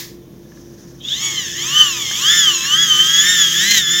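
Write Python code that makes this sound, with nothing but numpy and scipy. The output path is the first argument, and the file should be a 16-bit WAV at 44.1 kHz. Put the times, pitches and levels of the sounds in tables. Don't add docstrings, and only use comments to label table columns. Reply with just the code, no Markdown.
import sys
import numpy as np
from scipy.fft import rfft, irfft, next_fast_len
from scipy.io import wavfile
from scipy.ndimage import map_coordinates

SR = 44100
rng = np.random.default_rng(int(sys.argv[2]) if len(sys.argv) > 2 else 0)


def waveform_to_disk(signal):
    frames = np.transpose(np.atleast_2d(signal))
    scaled = np.clip(frames, -1, 1) * 32767
    samples = np.round(scaled).astype(np.int16)
    wavfile.write(sys.argv[1], SR, samples)


N = 176400
TEETH, REF_HZ = 10, 160


def generator():
    # t/s, rate/Hz
    pushes = [(1.0, 61.5), (1.08, 72.18), (1.2, 106.75), (1.33, 108.12), (1.42, 97.23), (1.51, 85.91),
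              (1.58, 97.76), (1.79, 153.08), (1.95, 127.27), (2.03, 112.05), (2.11, 104.99), (2.25, 150.36),
              (2.31, 172.58), (2.43, 167.15), (2.52, 144.04), (2.6, 130.9), (2.67, 139.03), (2.75, 156.26),
              (2.82, 167.89), (2.9, 156.14), (3.1, 162.25), (3.2, 169.34), (3.3, 181.98), (3.53, 163.19),
              (3.66, 197.26), (3.72, 207.1), (3.79, 189.33), (3.87, 170.74), (3.93, 175.86), (4.0, 177.54)]
    speed = glide(pushes) * (1 + .002 * wobble(45))
    angle = 2 * np.pi * np.cumsum(speed) / SR
    return whine(speed, angle) + rasp(angle) + growl(speed, angle) + start_up(angle)


def whine(speed, angle):
    # level/dB, growth/dB per speed doubling
    mesh = [(-1, 32.5), (0.5, 18), (-7, 15), (-6, 17.5), (-7.5, 16.5), (-13.5, 7), (-18.5, 0), (-30.5, -5)]
    # rotor multiple, level/dB, growth/dB per speed doubling
    sidebands = [(7, -15.5, 15), (8, -1, 12), (9, -10, 40), (11, -13, 16.5), (12, -8, 22.5)]
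    faint_orders = [17, 18, 19, 21, 22, 24, 27, 62, 90, 100]
    # f/Hz, gain/dB
    housing = [(500.0, -38), (800.0, -40), (1110.0, -17.5), (1220.0, -12.5), (1340.0, -22.5), (1500.0, -20),
               (1700.0, -11), (2050.0, -11.5), (2450.0, -17.6), (2750.0, -9), (3070.0, 2.3), (3280.0, -1.5),
               (3420.0, -1), (3750.0, -9), (4100.0, -6), (4350.0, -15.5), (5000.0, -10), (5450.0, -5),
               (5800.0, -11.3), (6150.0, -3.5), (6500.0, -5.5), (6760.0, 1), (7300.0, -7.5), (7900.0, -16),
               (8400.0, -37), (9100.0, -21), (9700.0, -32), (11500.0, -12), (16000.0, -12)]
    # t/s, level/dB
    contact = [(0.98, -57), (1.06, -6), (1.12, -1), (1.18, -1.4), (1.25, 6.5), (1.33, 3), (1.44, 4.5),
               (1.55, 0.5), (1.63, 3.3), (1.7, -2.5), (1.8, 4), (1.92, -1), (2.03, 2.6), (2.16, 1.5),
               (2.28, 0), (2.33, 1.3), (2.43, 0.5), (2.49, 0), (2.53, 0.5), (2.68, -0.7), (2.76, 2.4),
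               (2.87, -1), (3.0, -0.6), (3.13, -0.7), (3.19, 2.1), (3.24, -4.5), (3.3, 1.7), (3.36, -3.6),
               (3.42, 1.5), (3.49, -7.5), (3.62, -3.5), (3.68, -6), (3.73, -7.8), (3.85, -6), (4.0, -1.6)]
    harmonics = [(TEETH * k, db, growth) for k, (db, growth) in enumerate(mesh, 1)]
    faint = [(order, -26, 0) for order in faint_orders]
    octaves = np.log2(speed / REF_HZ)
    out = np.zeros(N)
    for order, db, growth in [*harmonics, *sidebands, *faint]:
        flicker_db = (2.3 + .9 * np.log2(order / (2 * TEETH))) * wobble(48)
        level = db + growth * octaves + along(housing, order * speed) + flicker_db
        roughness = 1 + .17 * (wobble(520) + 1j * wobble(520))
        play_rad = .007 * (REF_HZ / speed) * wobble(200)
        phase = order * (angle + play_rad) + rng.uniform(0, 2 * np.pi)
        out += amp(level) * np.real(roughness * np.exp(1j * phase))
    return np.sqrt(2) * amp(curve(contact) - 14.5) * (1 + 6.2 * chatter()) * out


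def rasp(angle):
    # t/s, level/dB
    rubbing = [(1.0, -67), (1.03, -49.5), (1.24, -39.5), (1.55, -43.5), (1.8, -34), (1.96, -39.5),
               (1.98, -38), (1.99, -39), (2.04, -39.5), (2.36, -31), (2.6, -38), (3.41, -31), (3.5, -33.5),
               (3.78, -29), (3.84, -39.5), (4.0, -33.5)]
    # f/Hz, gain/dB
    colour = [(300, -18), (800, -27), (1200, -17), (1550, -16.5), (1800, -5.5), (2100, -7.5), (2450, -10.5),
              (2800, -1.5), (3150, 9.5), (3550, 4.5), (4000, -8), (4550, -7), (5300, -0.5), (6000, 1.5),
              (6800, 4.5), (7500, -5.5), (8400, -23), (9800, -20), (12000, -14.5), (15800, -14)]
    pulses = np.exp(.3 * np.cos(TEETH * angle) + .1 * np.cos(angle))
    grain = amp(.7 * wobble(300))
    fade_in = np.clip((clock() - 1) / .1, 0, 1)
    level = amp(14.5 + curve(rubbing)) * fade_in
    return (level + chatter()) * noise(colour, pulses * grain)


def chatter():
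    # t/s, length/s, level/dB
    bursts = [(1.975, 0.015, -37), (2.129, 0.0083, -44), (3.716, 0.016, -14.5), (3.748, 0.013, -21),
              (3.779, .022, -19)]
    return sum(amp(db) * np.exp(-(2 * (clock() - s) / length) ** 2) for s, length, db in bursts)


def growl(speed, angle):
    # f/Hz, gain/dB
    colour = [(700, -34), (1050, -25), (1250, -7.5), (1450, -23), (1730, 5.5), (2100, -5.5), (2450, -13),
              (3500, -25)]
    octaves = np.log2(speed / REF_HZ)
    fade_in = np.clip((clock() - 1) / .34, 0, 1)
    shaft = np.sqrt(2) * amp(-41.5 + 11.5 * octaves + .86 * wobble(14)) * np.sin(angle)
    pulses = np.exp(1.3 * np.cos(angle))
    shake = noise(colour, pulses) * amp(-32.5 + 15.5 * octaves + 3.6 * wobble(24.89))
    return fade_in * (shaft + shake)


def start_up(angle):
    # t/s, level/dB
    swell = [(.99, -63), (1.005, -37), (1.04, -38), (1.05, -28), (1.065, -32.5), (1.09, -22.5),
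             (1.135, -20.5), (1.18, -26), (1.3, -46)]
    # f/Hz, gain/dB
    resonance = [(2000, -34), (2700, -17), (3200, -5.5), (3480, 3.5), (3750, -1), (4200, -32), (6000, -55)]
    orders = [40, 50]
    tones = sum(np.cos(order * angle + .8 * wobble(250)) for order in orders)
    squeal = np.sqrt(2) * filtered(tones, lambda hz: amp(along(resonance, hz)))
    level = amp(curve(swell) + 2.8 * wobble(110))
    return level * (.5 * noise(resonance) + amp(-1) * squeal)


def rustle():
    # f/Hz, gain/dB
    colour = [(530, -47), (900, -15), (1180, -11), (1420, -22), (1770, -3.5), (2890, -14), (3140, -7.5),
              (5120, -4), (6820, -6), (8340, -19), (15500, -9.5)]
    return amp(-25.5 - 177 * clock()) * noise(colour)


def handling():
    # t/s, level/dB
    touch = [(.3, -63), (.58, -50.5), (.65, -54), (.84, -48.5), (1.0, -54), (1.1, -61)]
    # f/Hz, gain/dB
    colour = [(1200, -11), (1750, -3.5), (2200, -20), (4500, -10), (5800, 0), (6700, -3.5), (7600, -20)]
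    return amp(curve(touch)) * noise(colour, gate=amp(1.6 * wobble(60.1)))


def knocks():
    # t/s, level/dB
    hits = [(.458, -53), (.52, -42.5), (0.574, -40.5), (2.112, -20), (2.44, -25)]
    # f/Hz, level/dB, t60/s
    modes = [(1200, -12.5, 0.075), (1713, 1.5, 0.035), (2900, -11, 0.019), (3480, -24, .025)]
    out = np.zeros(N)
    for s, hit_db in hits:
        age = np.maximum(clock() - s, 0)
        for hz, mode_db, t60 in modes:
            out += amp(hit_db + mode_db - 60 * age / t60) * np.sin(2 * np.pi * hz * age)
    return out


def room():
    # f/Hz, level/dB
    lines = [(60, -55.5), (134, -49.5), (344.5, -46.5)]
    # f/Hz, gain/dB
    rumble = [(15, -65), (25, -35), (49, -19.5), (96, -8), (124, -2.5), (178, 0), (215, -2.5), (310, -6),
              (341, -3.5), (375, -11), (439, -9.5), (740, -26.5), (1100, -24), (1430, -54), (2420, -120)]
    # f/Hz, gain/dB
    hiss = [(530, 7), (900, -8.5), (1430, -7.5), (2510, -8.5), (2660, -11), (4130, -12), (4880, -12),
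            (6650, -10.5), (7770, -20.5), (15500, -9)]
    hum = sum(amp(db + 2.5 * wobble(10)) * np.sin(2 * np.pi * hz * clock() + .9 * wobble(5.1))
              for hz, db in lines)
    return np.sqrt(2) * hum + amp(-42) * noise(rumble) + amp(-50) * noise(hiss)


def amp(db):
    return 10 ** (np.asarray(db) / 20)


def along(points, hz):
    f, v = np.transpose(points)
    return np.interp(np.log(hz + 1), np.log(f + 1), v)


def clock():
    return np.arange(N) / SR


def curve(rows):
    return np.interp(clock(), *np.transpose(rows))


def glide(rows):
    s, v = np.transpose(rows)
    basis = lambda t: np.column_stack([np.abs(t[:, None] - s) ** 3, np.ones_like(t), t])
    ends = np.pad([np.ones_like(s), s], ((0, 0), (0, 2)))
    weights = np.linalg.solve(np.vstack([basis(s), ends]), np.append(v, [0, 0]))
    t = np.linspace(s[0], s[-1], 2000)
    return np.interp(clock(), t, basis(t) @ weights)


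def wobble(rate):
    return map_coordinates(rng.standard_normal(size=8192), [clock() * rate], mode="wrap")


def filtered(x, response):
    m = next_fast_len(N + SR // 2)
    return irfft(rfft(x, m) * response(np.fft.rfftfreq(m, 1 / SR)), m)[:N]


def noise(colour, gate=1):
    x = filtered(gate * rng.standard_normal(N), lambda hz: amp(along(colour, hz)))
    return x / np.sqrt(np.mean(x ** 2) + 1e-20)


def scene():
    return (generator() + rustle() + handling() + knocks() + room())[None]


def record(dry):
    return filtered(np.clip(dry[0], -1, 1), lambda hz: hz < 15900)[None]


dry = scene()
out = record(dry)
waveform_to_disk(out)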